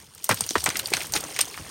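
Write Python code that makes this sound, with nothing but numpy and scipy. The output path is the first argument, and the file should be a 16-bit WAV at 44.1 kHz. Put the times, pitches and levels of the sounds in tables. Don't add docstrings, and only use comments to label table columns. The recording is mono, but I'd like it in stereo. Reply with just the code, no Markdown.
import sys
import numpy as np
from scipy import signal
from scipy.fft import rfft, irfft, next_fast_len
from scipy.io import wavfile
from scipy.ndimage import uniform_filter1d

SR = 44100
rng = np.random.default_rng(int(sys.argv[2]) if len(sys.argv) > 2 else 0)


def gain_from_decibels(decibels):
    exponent = np.asarray(decibels, float) / 20
    return 10 ** exponent


def master_out(mix):
    frames = np.transpose(np.atleast_2d(mix))
    ceiling = np.clip(frames, -1, 1)
    pcm = np.round(ceiling * 32767).astype(np.int16)
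    wavfile.write(sys.argv[1], SR, pcm)


N = 74970

# time in seconds, level of coarse gravel in dB, level of fine grit in dB.
SLIDE_LEVELS = [(0, -50.5, -47), (.09, -61.5, -54.5), (0.288, -52, -43.5), (0.301, -18.5, -24),
                (.34, -44, -38.5), (.6, -49.5, -35), (0.683, -39, -37), (.89, -45, -41), (.95, -38, -33.5),
                (1.031, -39.5, -32), (1.117, -51.5, -48), (1.162, -24, -24), (1.196, -41.5, -37.5),
                (1.43, -45, -38), (1.7, -45, -43)]
# frequency in Hz, gain in dB.
GRAVEL_COLOUR = [(150, 0), (350, -4), (2500, -0.5), (4000, -12.5), (8000, -51)]
# frequency in Hz, gain in dB.
GRIT_COLOUR = [(1500, -46), (3000, -2), (9000, 1.5), (12000, 1), (17000, 4)]
# time in seconds, level in dB.
RUMBLE_LEVELS = [(0, -56.5), (.27, -63), (.33, -51.5), (1.03, -53.5), (1.09, -39), (1.2, -51),
                 (1.52, -55.5), (1.6, -49.5)]
# frequency in Hz, gain in dB.
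RUMBLE_TONE = [(15, -25), (75, -0.5), (180, -5.5), (700, -31.5)]
# time of the peak in seconds, peak level in dB.
CHIPS = [(0.1492, -26), (0.2425, -7), (0.2918, -5.5), (0.3438, -11.5), (0.4648, -15.5), (0.641, -5.5),
         (0.7694, -9), (0.7922, -5), (0.8718, -12), (0.903, -16.5), (1.069, -17), (1.1222, -13),
         (1.2058, -13.5), (1.3909, -9), (1.4115, -14), (1.571, -23)]
# time of the peak in seconds, peak level in dB, centre in Hz.
EDGES = [(0.1799, -27, 3680), (0.2666, -24, 5940), (0.2929, -13.5, 6220), (0.3134, -9, 5620),
         (0.4081, -3.5, 8700), (0.4395, -18, 4700), (0.4913, -10.5, 6000), (0.5076, -8, 5900),
         (0.582, -16, 3700), (0.6062, -17, 4570.0), (0.6423, -11, 8200), (0.6605, -4.5, 6100),
         (0.6908, -7, 4910), (0.7028, -13.5, 6140), (0.7706, -12, 4820), (0.7959, -6, 4120),
         (0.8585, -12.5, 4600), (0.9375, -4.5, 4300), (0.9659, -20.5, 8100), (0.969, -9.5, 6260),
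         (1.1378, -3.5, 4800), (1.1547, -10.5, 6350), (1.1639, -12, 3840), (1.2398, -15.5, 6080),
         (1.3634, -20.5, 8300), (1.39, -9.5, 5100), (1.408, -7, 4870), (1.4124, -1, 8700),
         (1.4819, -19, 6200)]
# time of full level in seconds, peak of the ring in dB, main mode in Hz.
STONES = [(0.2933, -12.5, 2150), (0.2937, -7, 1045), (0.2963, -17, 600), (0.3118, -9.5, 990),
          (0.312, -6, 1786), (0.3251, -19.5, 1530), (0.3729, -20, 2810), (0.4076, -24, 820),
          (0.5106, -26.5, 323), (0.555, -7, 1886), (0.5556, -8.5, 1149), (0.559, -15, 413),
          (0.6633, -7, 2110), (0.6638, -14, 910), (0.6749, -14, 1290), (0.6848, -23, 300.0),
          (0.7036, -15.5, 2210), (0.7566, -11.5, 2160), (0.7957, -23, 1550), (0.884, -28.5, 2270),
          (0.92, -23, 385), (0.929, -19, 2340), (0.9365, -7.5, 2400), (0.938, -23, 757),
          (0.9697, -19, 1684), (1.006, -20, 2600), (1.0153, -20, 2200), (1.138, -23.5, 823),
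          (1.153, -19.5, 870), (1.1639, -13, 2700), (1.1709, -24, 2830), (1.238, -26.5, 604),
          (1.364, -18.5, 2210), (1.391, -9.5, 2920), (1.393, -21, 575), (1.3945, -19.5, 1190),
          (1.4122, -13.5, 2890), (1.5429, -26, 2240), (1.5767, -22.5, 1426)]
# nominal ratio to the main mode, level in dB, 60 dB decay in seconds.
STONE_MODES = [(0.621, -14, 0.007), (0.999, 7.5, 0.0074), (1.5, -2, 0.0054), (2.01, 0.5, 0.0037)]
# start in seconds, level in dB, final pitch in Hz.
LANDINGS = [(0.295, -20, 91), (0.322, -26, 90), (0.408, -32.5, 89), (0.558, -27, 69.4), (0.67, -32, 75),
            (0.936, -32, 81), (1.162, -35, 85)]
# time in seconds, lead of low sounds at the left microphone in seconds,
# left minus right in dB.
BEARINGS = [(.45, .00018, 1), (.93, .00003, -3.5), (1.2, -.00015, -2.5), (1.39, .00012, 2), (1.55, 0, -1)]
# frequency in Hz, left minus right in dB.
BODY_SHADE = [(1500, 0.5), (4500, 1.5), (7000, 4.5), (8500, -4), (14000, 2)]
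# frequency in Hz, gain in dB.
MIC_COLOUR = [(15, -22), (60, 1.5), (7200, 2), (7650, -6), (8100, 4.5), (8700, 4.5), (9400, 3),
              (10800, -9.5), (12200, -2), (14500, -7.5), (16000, -8.5), (16700, -60)]

TICK_HZ, TICK_TOP_DB, TICK_TAIL_DB = 13300, -3.5, -8
CRACK_TOP_DB, CRACK_TAIL_DB = -7.5, -13
SNAP_RISE_S, SNAP_T60_S, SNAP_TAIL_T60_S = 0.0012, 0.0074, 0.065
SNAP_WIDTH, SNAP_EDGE_DB = 0.051, -11
KNOCK_RISE_S = 0.001206
KNOCK_TAIL_DB, KNOCK_TAIL_T60_S = -12, 0.08
THUD_RISE_S, THUD_T60_S = 0.005, 0.15
THUD_GLIDE_HZ, THUD_GLIDE_S = 384, 0.0091
THUD_ROUGH = 0.46


def evened(x):
    return x / np.sqrt(np.mean(x ** 2) + 1e-20)


def colour(x, points):
    size = next_fast_len(x.shape[-1] + 2048)
    f, db = np.transpose(points)
    log_hz = np.log(np.fft.rfftfreq(size, 1 / SR) + 1)
    gain = gain_from_decibels(np.interp(log_hz, np.log(f), db))
    return irfft(rfft(x, size) * gain, size)[..., :x.shape[-1]]


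def fade(t, t60):
    return gain_from_decibels(-60 * t / max(t60, .002))


def likeness(a, same):
    same = np.clip(same, -1, 1)
    return np.array([a[0], same * a[0] + np.sqrt(1 - same ** 2) * a[1]])


def lumpy(noise, size):
    return evened(uniform_filter1d(uniform_filter1d(noise, size=size), size=size))


def bearing(s):
    t, lead_s, pan_db = np.transpose(BEARINGS)
    return np.interp(s, t, lead_s), np.interp(s, t, pan_db)


def add(mix, s, pair, pan_db, lead_s):
    for k, side in enumerate((1, -1)):
        start = max(round((s - side * lead_s / 2) * SR), 0)
        part = mix[k, start:][:pair.shape[1]]
        part += gain_from_decibels(side * pan_db / 2) * pair[k, :len(part)]


def debris(column, points, per_s, spread_db, lo_hz, hi_hz, cycles, dust_db, same):
    out, t = np.zeros((2, N)), np.arange(600) / SR
    clumps = gain_from_decibels(7 * evened(uniform_filter1d(rng.standard_normal(N), size=150)))
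    chance = per_s * clumps / clumps.mean() / 20 / SR
    for hz in np.geomspace(lo_hz, hi_hz, num=20):
        env = (1 - np.exp(-t * hz)) * np.exp(-t * hz / cycles)
        grain = np.sin(2 * np.pi * hz * t) * env * np.sqrt(hz)
        strength = gain_from_decibels(spread_db * np.minimum(rng.exponential(1, (2, N)), 4))
        hit = strength * (rng.random((2, N)) < chance)
        shared = same * np.roll(hit[0], rng.integers(-12, 13))
        hit[1] = shared + np.sqrt(1 - min(same, 1) ** 2) * hit[1]
        out += signal.oaconvolve(hit, grain[None], axes=1)[:, :N]
    dust = likeness(rng.standard_normal((2, N)), same)
    out = evened(out) + gain_from_decibels(dust_db) * dust
    curve = np.transpose(SLIDE_LEVELS)
    level_db = np.interp(np.arange(N) / SR, curve[0], curve[column])
    return gain_from_decibels(level_db) * evened(colour(out, points))


def rumble():
    z = rng.standard_normal((3, N))
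    lumps = gain_from_decibels(2.5 * lumpy(z[2], 900))
    level = gain_from_decibels(np.interp(np.arange(N) / SR, *np.transpose(RUMBLE_LEVELS)))
    return level * lumps * evened(colour(likeness(z, 0.65), RUMBLE_TONE))


def snaps(rows, top_db, tail_db, same, lead_s):
    out, t = np.zeros((2, N)), np.arange(2500) / SR
    noise = rng.standard_normal((len(rows), 3, 2500))
    chance = rng.uniform(-1, 1, (len(rows), 2))
    w = 1 + SNAP_WIDTH
    edge_db, treble_db = SNAP_EDGE_DB, SNAP_EDGE_DB + top_db
    after = np.maximum(t - SNAP_RISE_S, 0)
    rise = np.minimum(t / SNAP_RISE_S, 1) ** 2
    for (s, db, hz), z, c in zip(rows, noise, chance):
        shape = [(hz / 8, -35), (hz / w / 1.55, edge_db - 1.0), (hz / w, edge_db), (hz, 0),
                 (hz * w, edge_db), (hz * w * 2.7, treble_db), (hz * 8, treble_db)]
        lumps = gain_from_decibels(3.5 * evened(uniform_filter1d(z[2], size=60)))
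        tail = gain_from_decibels(tail_db) * lumps * fade(after, SNAP_TAIL_T60_S)
        env = rise * (fade(after, SNAP_T60_S) + tail)
        sound = env * colour(likeness(z, same), shape)
        sound = gain_from_decibels(db) * sound / abs(sound).max()
        add(out, s - SNAP_RISE_S, sound, bearing(s)[1] + 3 * c[0], lead_s * c[1])
    return out


def ticks():
    rows = [(s, db, TICK_HZ) for s, db in CHIPS]
    return snaps(rows, TICK_TOP_DB, TICK_TAIL_DB, same=0.32, lead_s=0)


def cracks():
    return snaps(EDGES, CRACK_TOP_DB, CRACK_TAIL_DB, same=0.84, lead_s=.00025)


def knocks():
    out, t = np.zeros((2, N)), np.arange(3000) / SR
    chance = rng.random((len(STONES), len(STONE_MODES), 2))
    noise = rng.standard_normal((len(STONES), 2, 3000))
    for (s, db, hz), c, z in zip(STONES, chance, noise):
        bulk = (1500 / hz) ** .5
        rise = KNOCK_RISE_S * bulk
        after = np.maximum(t - rise, 0)
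        ring = np.zeros((2, len(t)))
        for (ratio, mode_db, t60), (u, v) in zip(STONE_MODES, c):
            mode_hz = hz * ratio ** (0.846 + 0.34 * u)
            offset = (v - .5) * np.array([[0], [1]])
            ring += gain_from_decibels(mode_db) * fade(after, t60 * bulk) * np.sin(2 * np.pi * mode_hz * t + offset)
        ring = ring * np.minimum(t / rise, 1) ** 2
        shape = [(hz / 8, -30), (hz / 2, -7), (hz, 0), (hz * 2, -9), (hz * 8, -30)]
        bits = evened(colour(likeness(z, 0.16), shape))
        bits = bits * fade(t, KNOCK_TAIL_T60_S) * np.minimum(t / rise, 1)
        sound = ring / abs(ring).max() + gain_from_decibels(KNOCK_TAIL_DB) * bits
        lead_s, pan_db = bearing(s)
        add(out, s - rise, gain_from_decibels(db) * sound, pan_db, lead_s)
    return out


def thuds():
    out, t = np.zeros((2, N)), np.arange(6000) / SR
    turns = rng.random(len(LANDINGS))
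    noise = rng.standard_normal((len(LANDINGS), 2, 6000))
    for (s, db, end_hz), turn, z in zip(LANDINGS, turns, noise):
        hz = end_hz + THUD_GLIDE_HZ * np.exp(-t / THUD_GLIDE_S)
        wobble = THUD_ROUGH * lumpy(z, 200)
        phase = 2 * np.pi * (np.cumsum(hz) / SR + turn) + wobble[0]
        env = (1 - np.exp(-t / THUD_RISE_S)) * fade(t, THUD_T60_S) * gain_from_decibels(3.8 * wobble[1])
        pair = np.sin(phase + np.array([[0], [.6]]))
        add(out, s, gain_from_decibels(db) * env * pair, .7, 0)
    return out


def scene():
    gravel = debris(column=1, points=GRAVEL_COLOUR, per_s=700, spread_db=3.5, lo_hz=300, hi_hz=4930,
                    cycles=2.8, dust_db=1, same=0.35)
    grit = debris(column=2, points=GRIT_COLOUR, per_s=3500, spread_db=3.0, lo_hz=2572, hi_hz=15640,
                  cycles=5.3, dust_db=-6, same=0.76)
    return gravel + grit + rumble() + ticks() + cracks() + knocks() + thuds()


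def low_pass(x):
    return signal.sosfilt(signal.butter(12, 16800, fs=SR, output="sos"), x)


def record(dry):
    shaded = np.array([colour(x, [(hz, side * db / 2) for hz, db in BODY_SHADE])
                       for x, side in zip(dry, (1, -1))])
    mix = np.clip(colour(shaded, MIC_COLOUR), -1, 1)
    return low_pass(mix)


dry = scene()
out = record(dry)
master_out(out)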